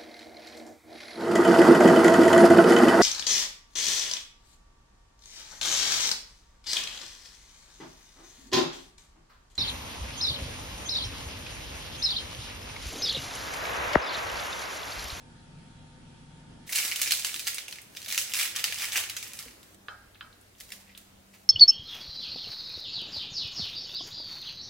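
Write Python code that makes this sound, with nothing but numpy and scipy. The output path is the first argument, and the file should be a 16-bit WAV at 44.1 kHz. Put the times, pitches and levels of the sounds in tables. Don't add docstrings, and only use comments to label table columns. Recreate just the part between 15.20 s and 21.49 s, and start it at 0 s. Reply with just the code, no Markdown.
import sys
import numpy as np
from scipy import signal
from scipy.io import wavfile
from scipy.ndimage import uniform_filter1d

SR = 44100
rng = np.random.default_rng(int(sys.argv[2]) if len(sys.argv) > 2 else 0)


def waveform_to_disk(signal):
    frames = np.transpose(np.atleast_2d(signal))
    scaled = np.clip(frames, -1, 1) * 32767
    samples = np.round(scaled).astype(np.int16)
    wavfile.write(sys.argv[1], SR, samples)


def boost_factor(decibels):
    exponent = np.asarray(decibels, float) / 20
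    return 10 ** exponent


N = 277389
T = np.arange(N) / SR

JOINS = (1.468, 4.556)
# frequency in Hz, density in dB per Hz.
CRUST = [(150, -33), (300, -28.5), (500, -19.5), (850, -14.5), (1250, -10), (1700, -3), (2200, -1.5),
         (3200, -1.5), (6500, -4.5), (9000, -6), (16000, -7)]
# time in seconds, peak in dB, ring in dB, weight of the upper modes in dB.
KNOCKS = [
    (4.6838, -27, -17.5, -2),
    (5.0095, -32.5, -20.5, 7),
]


def evened(x):
    return x / np.sqrt(np.mean(x ** 2) + 1e-20)


def read(points, hz):
    f, value = np.transpose(points)
    return np.interp(np.log(hz + 1), np.log(f + 1), value)


def add(mix, s, sound):
    part = mix[..., round(s * SR):][..., :sound.shape[-1]]
    part += sound[..., :part.shape[-1]]


def coloured(x, gain_db):
    log = np.log(boost_factor(np.maximum(gain_db(abs(np.fft.fftfreq(1024, 1 / SR))), -90)))
    taps = np.fft.ifft(np.exp(log - 1j * signal.hilbert(log).imag)).real[:512]
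    return signal.oaconvolve(x, taps)[:len(x)]


def wander(hz):
    return evened(sum(np.sin(2 * np.pi * (f * T + rng.random())) for f in hz * np.geomspace(.1, 1, num=8)))


def take(k):
    fades = (.03, .009)
    after = [1, *(np.clip((T - s) / fade + .5, 0, 1) for s, fade in zip(JOINS, fades)), 0]
    return after[k] - after[k + 1]


def air():
    # frequency in Hz, density in dB per Hz.
    colours = [
        [(12, -35), (20, -18), (80, -9.5), (154, -6.5), (241, -9), (386, -17), (516, -20), (588, -21),
         (894, -21.5), (1050, -26), (1430, -22), (2070, -27), (3310, -26.5), (6380, -33.5), (10500, -36),
         (13600, -88), (22000, -120)],
        [(12, -30), (30, -6), (55, 1), (100, 9.5), (160, 5), (330, 5.5), (900, 0), (1500, -2), (3300, -6),
         (8000, -8.5), (16500, -12)],
        [(12, -28), (25, -14), (45, -3), (75, -7), (146, -11), (204, -7.5), (367, -11), (642, -12),
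         (1000, -16.5), (1960, -18), (2670, -20), (3250, -20.5), (11400, -25.5), (14500, -27), (16500, -31)],
    ]
    levels = [-53.5, -55.5, -58.5]
    # frequency in Hz, likeness from -1 to 1.
    likeness = [(20, 0.9), (60, 0.98), (180, 0.83), (550, 0.01), (1650, -.1), (5000, 0.02), (15000, 0.1)]
    first_edge_hz = 10620
    frames, hz = N // 512 + 5, np.fft.rfftfreq(2048, 1 / SR)
    a, b, c, d, patches = rng.standard_normal((frames, 1025, 5)).T
    patches = evened(uniform_filter1d(uniform_filter1d(patches, 12, 0), 6, 1))
    same = np.clip(read(likeness, hz), -1, 1)[:, None]
    left = a + 1j * b
    right = same * left + np.sqrt(1 - same ** 2) * (c + 1j * d)
    z = np.array([left, right]) * boost_factor(1.63 * patches)
    out = np.zeros((2, N))
    for k, (colour, db) in enumerate(zip(colours, levels)):
        gain = boost_factor(read(colour, hz)) * (k > 0 or hz < first_edge_hz)
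        noise = signal.istft(z * gain[..., None], nperseg=2048, noverlap=1536)[1][:, :N]
        out += take(k) * boost_factor(db) * evened(noise)
    return out


def machines():
    # multiple of the shaft rate, level in dB.
    motor = [(1, -64), (2, -66), (24, -81), (26, -79), (27, -80), (30, -73.5), (31, -69), (41, -80),
             (44, -83), (47, -83), (51, -79), (57, -81)]
    # frequency in Hz, level in dB.
    booms = [(110, -64.5), (148.5, -58.5), (171, -66), (236, -65), (255, -66), (510, -75.5), (3287, -80),
             (3405, -83), (10816, -84)]
    # start in seconds, end in seconds, multiple of its rate, level in dB.
    swells = [
        (2.2, 3.0, 1, -87),
        (4.446, 5.366, 1, -68.5),
        (4.505, 4.7, 2, -64),
        (5.49, 6.4, 2, -63),
    ]
    faint = (-72.5, -79)
    shaft_hz, drone_hz, swell_s = 29.61, 97.4, 0.046
    out = np.zeros((2, N))
    tones = [(round(k) * shaft_hz, db, .8, 0) for k, db in motor] + [(hz, db, 3., .6) for hz, db in booms]
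    for hz, db, waver_db, drift in tones:
        step = rng.random() + rng.uniform(-.12, .12, (2, 1)) * min(hz / 900, 1)
        step = step + drift * wander(5.2) / (2 * np.pi)
        out += np.sqrt(2) * boost_factor(db + waver_db * wander(14.)) * np.sin(2 * np.pi * (hz * T + step))
    drone = sum(boost_factor(db) * np.sin(2 * np.pi * (k + 1) * drone_hz * T) for k, db in enumerate(faint))
    for start, end, k, db in swells:
        swell = np.clip(np.minimum(T - start, end - T) / swell_s, 0, 1)
        drone += boost_factor(db - 3.5) * swell * np.sin(2 * np.pi * round(k) * drone_hz * T)
    drone += boost_factor(-73.5 + 1.5 * wander(4.7)) * np.sin(2 * np.pi * 59.2 * T)
    return take(0) * out * boost_factor([[.6], [-.6]]) + np.sqrt(2) * (1 - take(0)) * drone


def patter():
    # peak in seconds, strength in dB, swell in dB/s, release in dB/s.
    presses = [(1.57, -32, 152, 60), (1.81, -38.5, 60, 91), (1.91, -43, 1203, 194), (2.049, -40, 500, 54),
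               (2.28, -33, 600, 500), (2.3, -55, 498, 100), (2.97, -36, 105, 204), (3.218, -29.5, 137, 199),
               (3.4, -32, 210, 502), (3.441, -32, 2502, 800), (3.46, -42.5, 600, 36),
               (3.62, -30.5, 258, 160), (3.772, -24.5, 259, 203), (3.87, -44.5, 300, 46),
               (4.21, -45, 30, 128), (5.41, -55, 400, 200), (5.516, -50, 290, 87), (5.785, -56, 400, 151),
               (6.132, -57, 697, 117)]
    # time in seconds, crisp part above slab ring in dB.
    brittle = [(1.5, 8), (3.25, 7), (3.4, -10), (3.55, 6.5), (3.8, -5.5), (4.2, 2), (5.41, 11.5),
               (5.7, 4.5), (6.2, 5)]
    rate = 1300 * boost_factor(6.5 * evened(uniform_filter1d(rng.standard_normal(N), 250)))
    sizes = boost_factor(3.3 * np.minimum(rng.exponential(1, N), 4.2))
    clicks = (rng.random(N) < rate / SR) * sizes * rng.choice([-1, 1], N)
    slab = coloured(clicks, lambda hz: read(CRUST, hz) + read([(3000, 0), (4200, -21.5)], hz))
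    crisp = coloured(clicks, lambda hz: read(CRUST, hz) + read([(2800, -13.5), (3800, 1.0)], hz))
    curves = []
    for s, db, swell, release in presses:
        cut_off = 99 * (s < JOINS[1]) * (T > JOINS[1])
        curves.append(db - np.maximum(swell * (s - T), release * (T - s)) - cut_off)
    press_db = np.max(curves, axis=0)
    brittle_db = np.interp(T, *np.transpose(brittle))
    fractures = evened(slab) * boost_factor(-8.0) + evened(crisp) * boost_factor(brittle_db - 9.5)
    return boost_factor(press_db) * fractures * (1 - take(0)) * boost_factor(0.26)


def snap(s, peak_db, crisp_db, shard_hz, ms, uneven_db, chance):
    lead_s = .004
    brief = ms < 7.4
    ahead = np.arange(2000) / SR - lead_s
    t = np.maximum(ahead, 0) / (ms / 1000)
    envelope = (t + 0.091) ** (.5 if brief else 1.3) * (np.exp(-3 * t ** 2) + 0.11 * np.exp(-t / 1.53))
    burst = chance[:2000] * boost_factor(uneven_db * chance[2000:]) * envelope
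    burst *= np.where(ahead < 0, 0.58 * np.exp(ahead / 0.0013), 1)
    tilt = [(400, -3), (900, -6), (1500, -5.5 - crisp_db), (2500, -.6 - crisp_db), (3800, -0.44),
            (5500, 0.024), (8000, crisp_db + 0.1), (15000, crisp_db - 4.5)]

    def colour(hz):
        shard = 4.7 * np.exp(-(np.log2((hz + 1) / shard_hz) / 0.17) ** 2)
        return read(CRUST, hz) + read(tilt, hz) + shard

    click = np.linalg.norm(burst) * (np.arange(2000) == abs(burst).argmax())
    near = coloured(burst, colour)
    far = coloured(click if brief else burst, colour)
    return s - lead_s, boost_factor(peak_db) * np.array([near, far]) / abs(near).max()


def breaks():
    # time in seconds, peak in dB, crispness in dB, loudest shard in Hz.
    clear_snaps = [(1.493, -26.5, -6, 2110), (1.4999, -23.5, 15, 2090), (1.5266, -15, 6, 2110),
                   (1.5855, -13, -5.5, 2170), (1.6508, -13.5, 4, 5710), (1.6793, -17, 1, 2280),
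                   (1.7145, -17, -4.5, 2300), (1.7597, -14, -0.5, 2230), (1.7208, -18.5, -10, 2240),
                   (1.8162, -6, 4, 6600), (1.8664, -23, -5, 6960), (1.9087, -7, -2, 4100),
                   (1.9205, -6, 0.5, 4300), (1.9728, -16, 3, 7500), (1.9959, -17.5, 4, 4560),
                   (2.0474, -8.5, 0.5, 2950), (2.1423, -17.5, -0.5, 2950), (2.1615, -17.5, 0, 4050),
                   (2.1945, -20, 1, 4200), (2.27, -15, -1.5, 3360), (2.2746, -11, -2.5, 4730),
                   (2.345, -18, 4, 9350), (2.383, -19, -3, 3270), (2.4817, -25.5, -1, 2660),
                   (2.5259, -24.5, -3.5, 2580), (2.558, -28.5, -1, 2450), (2.5852, -32, -8, 2050),
                   (2.617, -36.5, 14, 2470),
                   (2.674, -52, 3, 11000), (2.7377, -52, -4, 8000), (2.75, -32, -2, 2780),
                  (2.7653, -29.5, -2, 5700), (2.7697, -25, -2.5, 3630), (2.818, -29, -0.5, 4020),
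                  (2.8468, -24, 0.5, 5330), (2.912, -20, -0.5, 2680), (2.9244, -11, -1, 4360),
                  (2.9778, -8, -1, 6400), (3.119, -20, -2.5, 2960), (3.137, -10, 0, 5200),
                  (3.1902, -14, 0.5, 2160), (3.2255, -18, -6, 2620), (3.2292, -14.5, 9, 11100),
                  (3.254, -19.5, -8.5, 3540), (3.362, -15, -0.5, 3220), (3.4413, -8, -1.5, 4330),
                  (3.4988, -25, -9, 1800), (3.5242, -20.5, -5, 2660), (3.544, -22.5, 3, 6500),
                  (3.5876, -26, 1, 5300), (3.5965, -20.5, -6, 2160), (3.6211, -20, -2, 2270),
                  (3.654, -17, -1, 2880), (3.7325, -17, 3, 3220), (3.7736, -11, -0.5, 2830),
                   (3.897, -21, -0.5, 2600), (3.9666, -20, -2.5, 6500), (4.0275, -21.5, 1, 2460),
                  (4.0783, -28, 11, 6100), (4.134, -24, 3, 5830), (4.153, -30.5, 7, 11100),
                  (4.1736, -35, 4, 11300), (4.1901, -21, 1.5, 4460), (4.2259, -30, 1, 5000),
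                  (4.2826, -38, -5, 4000), (4.4304, -35, 1.5, 3800), (4.5451, -37.5, 3, 3660)]
    late_snaps = [(5.2126, -43, 14, 11500), (5.386, -55, 6, 7000), (5.535, -39, -8, 2000),
                  (5.4026, -30, 2, 3800), (5.408, -29, -0.5, 4100), (5.4172, -33, 3, 3510),
                  (5.4358, -37, 3, 2500), (5.491, -36, -2.5, 1940), (5.5045, -32.5, 0, 1940),
                  (5.5208, -22.5, -2, 1860), (5.7768, -27.5, 3, 3480)]
    crushes = [(1.5215, -14.5, 0.5, 2140), (1.553, -9.5, 4, 2350), (1.5683, -21.5, -6.5, 8100),
               (1.5994, -22, 16, 2460), (1.7569, -18, 2.5, 2210), (1.87, -19.5, -3, 6210),
               (2.878, -21, 1, 4400), (2.9852, -18, 11, 5740), (3.1444, -12, 7, 2700),
               (3.1945, -17.5, -4.5, 2100), (3.2146, -25, -1.5, 2460), (3.3873, -26, 0, 2960),
               (3.6072, -24, -1, 2290), (3.6307, -24, 0, 2900), (3.719, -19, 1.5, 2150),
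               (3.7563, -18.5, 1, 1800), (3.7659, -16, 3.5, 2730), (3.7848, -29, 2, 2620),
               (4.195, -35, 8, 5500), (5.527, -37, 2, 2000), (5.67, -54, -12, 1950), (5.69, -49, -13, 2050),
               (5.712, -47, -6, 2000), (6.1345, -47, -7, 2090)]
    # time in seconds, peak in dB,
    # loudest shard in Hz.
    small_cracks = [(1.5147, -27, 5500), (1.532, -29, 2900), (1.5524, -17, 2000), (1.5579, -18, 2500),
                    (1.5725, -16, 2000), (1.6022, -29, 2400), (1.6195, -23, 2200), (1.63, -19, 2500),
                    (1.6857, -22, 2500), (1.6972, -27, 2300), (1.7028, -21, 2500), (1.7259, -23.0, 2500),
                    (1.787, -28, 2100), (1.798, -32, 2240), (1.8095, -24, 2800), (1.8204, -15, 7400),
                    (1.8305, -13.5, 4200), (1.8384, -21, 9100), (1.8602, -21.0, 2300), (1.8728, -23, 6400),
                    (1.8752, -20.5, 4500), (1.8891, -33, 6400), (1.8963, -26, 6500), (1.906, -23, 6500),
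                    (1.9285, -19, 12600), (1.95, -21, 6500), (1.967, -28, 3000), (1.9898, -28, 7800),
                    (2.0228, -22, 6000), (2.0612, -22, 7600), (2.0695, -19, 9600), (2.086, -28, 4100),
                    (2.0937, -32, 4000), (2.1075, -34, 2900), (2.1271, -33, 9200), (2.1318, -28, 2900),
                    (2.1686, -33, 4000), (2.203, -22, 4200), (2.2284, -31, 2000), (2.2449, -28, 4100),
                    (2.2527, -30, 4400), (2.2657, -22, 2900), (2.2783, -20.5, 1900), (2.2815, -29, 4100),
                    (2.2862, -26, 4700), (2.3017, -28, 4700), (2.3338, -34, 2100), (2.3495, -31, 9000),
                    (2.3557, -37, 6500), (2.3732, -32, 6600), (2.3875, -28, 2800), (2.455, -45, 2500),
                    (2.491, -40, 1700), (2.5113, -28, 6240), (2.6737, -56, 11700),
                    (2.7388, -53, 2200), (2.778, -29, 2800), (2.8037, -32, 3000), (2.8287, -29, 2700),
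                   (2.8614, -23, 3600), (2.8867, -21, 4300), (2.894, -25, 6100), (2.9031, -20, 5900),
                   (2.9464, -17.5, 2700), (2.96, -31, 2900), (2.9878, -16, 2820), (2.9925, -34, 5900),
                   (3.004, -26, 5100), (3.0145, -20, 8500), (3.0199, -19.5, 3000), (3.077, -28, 2700),
                   (3.0965, -23.5, 13600), (3.1243, -26, 2800), (3.146, -19, 2500), (3.1541, -21, 3900),
                   (3.1677, -17, 2820), (3.197, -22, 3370), (3.2129, -12, 3420), (3.2332, -23, 2600),
                   (3.263, -21, 3500), (3.2768, -26, 2200), (3.3128, -29, 4200), (3.3552, -21, 3480),
                   (3.36, -30, 3100), (3.369, -20.5, 3900), (3.388, -20.5, 2630), (3.3941, -18.5, 2600),
                   (3.404, -23, 5000), (3.5091, -27.0, 2300), (3.559, -25, 2900), (3.585, -23, 5300),
                   (3.601, -23, 2600), (3.6086, -19, 6300), (3.6441, -22, 1900), (3.677, -28, 4300),
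                   (3.6875, -25, 6500), (3.6956, -31, 5500), (3.7174, -28.0, 6300), (3.7213, -17, 1600),
                   (3.7354, -24, 3100), (3.7602, -17, 1580), (3.768, -13, 6500), (3.7892, -20, 3000),
                   (3.802, -23, 2200), (3.8384, -22, 2600), (3.848, -30, 2800), (3.8908, -28, 2680),
                   (3.9, -22, 3830), (3.9707, -21.5, 2500), (4.0082, -35, 2400), (4.028, -31, 3400),
                   (4.0436, -32, 7250), (4.0736, -27, 2400), (4.1184, -36.0, 6600), (4.31, -39, 7800)]
    # time in seconds, peak in dB.
    dull_cracks = [(1.601, -23), (1.627, -26), (1.7975, -24), (1.8597, -24), (1.9355, -24), (1.9968, -32),
                   (2.008, -38), (2.0306, -37), (2.039, -35), (2.093, -30), (2.1422, -32), (2.3336, -30),
                   (2.3732, -31), (2.9125, -33), (3.1945, -23), (3.4798, -26.5), (3.6206, -21),
                   (3.644, -22.5), (3.7392, -26), (4.0668, -35)]
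    out = np.zeros((2, N))
    # rows, duration in ms, unevenness in dB
    kinds = ((clear_snaps, 2.7, 5.5), (late_snaps, 1.26, 4.), (crushes, 14.8, 8.5))
    for rows, ms, uneven_db in kinds:
        for row, chance in zip(rows, rng.standard_normal((len(rows), 4000))):
            add(out, *snap(*row, ms, uneven_db, chance))
    cracks = small_cracks
    chances = rng.standard_normal((len(cracks), 4000))
    for (s, peak_db), chance in zip(dull_cracks, chances[:, ::-1]):
        add(out, *snap(s, peak_db, crisp_db=-9, shard_hz=2300, ms=2.4, uneven_db=4., chance=chance))
    for (s, peak_db, hz), chance in zip(cracks, chances):
        add(out, *snap(s, peak_db, crisp_db=-1, shard_hz=hz, ms=1.3, uneven_db=4.2, chance=chance))
    return out


def gives():
    # time in seconds, peak in dB, pitch in Hz.
    rows = [(1.649, -41, 340), (1.703, -53, 396), (1.872, -48, 400), (2.346, -48, 403), (2.488, -52.5, 857),
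            (2.873, -47.5, 650), (3.393, -49, 457), (3.497, -45.5, 453), (3.522, -46, 600),
            (3.761, -43, 398), (3.892, -55, 402), (4.686, -46.5, 444)]
    out = np.zeros((2, N))
    t = np.arange(800) / SR
    for s, peak_db, hz in rows:
        push = np.sin(2 * np.pi * hz * t) * (t / 0.0019) * np.exp(1 - t / 0.0017)
        add(out, s, boost_factor(peak_db - .7) * np.array([push, 0.14 * push]))
    return out


def kitchen(near, far):
    # delay in ms, level in dB.
    reflections = [(1.7, -9.5), (3.6, -9), (5.2, -12), (7.4, -12.5), (9.3, -17.5), (12.8, -16), (17.5, -17)]
    # frequency in Hz, t60 in seconds.
    decay = [(400, 0.39), (1500, 0.59), (4000, 0.5), (9000, 0.38), (16000, 0.2)]
    # frequency in Hz, level in dB.
    tail_db = [(400, 2), (1000, -6), (2500, -7), (6000, -1.5), (16000, 2.5)]
    # frequency in Hz, likeness from 0 to 1.
    likeness = [(300, 0.7), (1200, 0.89), (3000, 0), (8000, 0.06)]
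    turn = 2 * np.pi * 3.1 * T
    lag = np.round(.65 * np.sin(5.3 * turn)).astype(int)
    lagged = near[np.clip(np.arange(N) + lag, 0, N - 1)]
    out = np.array([near, lagged]) * boost_factor([[-.5], [.5]])
    for k in range(3):
        taps, echoes = np.zeros((2, SR // 2)), np.zeros((2, SR // 20))
        at = np.arange(200, SR // 2 - 12, 12)
        at_both = at + rng.integers(0, 12, (2, len(at)))
        np.put_along_axis(taps, at_both, rng.choice([-1., 1.], (2, len(at))), 1)
        hz, t, z = signal.stft(taps, SR, nperseg=128)
        z = z * boost_factor(-60 * t / read(decay, hz)[:, None])
        z *= boost_factor(read(tail_db, hz))[:, None] / np.linalg.norm(signal.istft(z[0], SR, nperseg=128)[1])
        same = np.clip(read(likeness, hz), 0, 1)[:, None]
        z[1] = same * z[0] + np.sqrt(1 - same ** 2) * z[1]
        tail = signal.istft(z, SR, nperseg=128)[1]
        for ms, db in reflections:
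            delays = (ms * SR / 1000 * rng.uniform(.85, 1.15, 2)).astype(int)
            echoes[[0, 1], delays] += boost_factor(db) * rng.choice([-1, 1], 2)
        share = np.sqrt(2 / 3) * abs(np.cos(turn + k * np.pi / 3))
        for x, answer in ((near, echoes), (far, tail)):
            wet = signal.oaconvolve((x * share)[None], answer, axes=1)[:, :N]
            out = out + wet * boost_factor([[-.8], [.8]])
    return out


def thud():
    # frequency in Hz, level in dB, t60 in seconds.
    modes = [
        (52.4, -53, 0.37),
        (230, -53, 0.32),
        (426, -42, 0.051),
    ]
    t = np.arange(SR // 2) / SR
    sag = t + 0.0038 * (1 - np.exp(-t / 0.021))
    tones = sum(boost_factor(db - 60 * t / t60) * np.sin(2 * np.pi * hz * sag) for hz, db, t60 in modes)
    return 4.259, (1 - np.exp(-t / 0.0023)) * tones


def knocks():
    # frequency in Hz, density in dB per Hz.
    blows = [
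        [(180, -37), (300, -20), (688, -4), (1100, -8), (1400, 10), (1750, -1), (2380, -18), (3480, -17),
         (5100, -15), (5700, -25), (7000, -25), (9100, -66), (15400, -120)],
        [(180, -45), (300, -18), (765, -10), (1420, 9), (2220, -9), (3220, -9), (4360, -10), (5100, -12),
         (5700, -46), (9100, -85), (15400, -120)],
    ]
    out = np.zeros((2, N))
    t = np.arange(SR // 20) / SR
    for (s, peak_db, _, upper_db), colour in zip(KNOCKS, blows):
        blow = coloured(-1. * (t == 0), lambda hz: read(colour, hz))
        blow /= abs(blow).max()
        shake = boost_factor(1.5) * np.sin(2 * np.pi * 1450 * t) * np.sin(np.pi * np.minimum(t / 0.00283, 1))
        chip = np.sin(2 * np.pi * 3250 * t) * np.sin(np.pi * np.minimum(t / 0.00091, 1))
        chip *= boost_factor(0.67 * upper_db - 1)
        add(out, s, boost_factor(peak_db) * np.array([.6 * blow + shake + chip, boost_factor(7) * blow + 0.35 * shake]))
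    return out


def ring(s, peak_db, ring_db, upper_db):
    # frequency in Hz, level in dB, t60 in seconds.
    plate = [(815, -11, .45), (1215, -5, .35), (1292, -1, .36), (1335, -1, .38), (1421, -5, .15),
             (1459, -1, .3), (1610, -4, .6), (1700, -11, .4), (2290, -15, .4), (2600, -14, .3),
             (3110, -3, .17), (3203, -9, .13), (4055, -11, .15), (5023, -11, .11)]
    t = np.arange(SR // 2) / SR
    modes = np.zeros((2, len(t)))
    for hz, db, t60 in plate:
        flutter_db = 3. * np.sin(hz % 90 * t * 2.4 + hz)
        level = boost_factor(db + upper_db * (hz > 2000) - 60 * t / t60 + flutter_db)
        modes += level * np.sin(2 * np.pi * hz * t + rng.uniform(-2.2, 1.0, (2, 1)))
    return s, boost_factor(peak_db + ring_db) * modes * (1 - np.exp(-t / 0.0039))


def ticks():
    # time in seconds, peak in dB, pitch in Hz.
    rows = [
        (4.947, -41.5, 3600),
        (4.9545, -44.5, 1500),
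        (4.957, -42, 2600),
        (5.128, -42.5, 3930),
        (5.3517, -48, 3000),
        (5.75, -34.5, 3300),
    ]
    out = np.zeros((2, N))
    t = np.arange(400) / SR
    for s, peak_db, hz in rows:
        touch = np.sin(2 * np.pi * hz * t) * (t / 0.0003) * np.exp(1 - t / 0.00026)
        add(out, s, boost_factor(peak_db) * np.array([touch, 1.5 * touch]))
    return out


def scene():
    # time in seconds, peak in dB, ring in dB, weight of the upper modes in dB.
    tick_ring = (5.7502, -35.5, -32, 10)
    toast = patter() + breaks() + gives() + knocks() + ticks()
    late = T >= JOINS[1]
    room = kitchen(*(toast * ~late)) * take(1)
    room = room + kitchen(*(toast * late * boost_factor([[0], [-3.5]])))
    add(room, *thud())
    for row in KNOCKS + [tick_ring]:
        add(room, *ring(*row))
    return room + air() + machines()


def roll_off(x):
    return signal.sosfilt(signal.butter(12, 16980, fs=SR, output="sos"), x)


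def record(dry):
    taps = signal.firwin(801, 15950, window=("kaiser", 9), fs=SR)
    passed = signal.oaconvolve(dry, taps[None], "same")
    return roll_off(passed)


dry = scene()
out = record(dry)
waveform_to_disk(out)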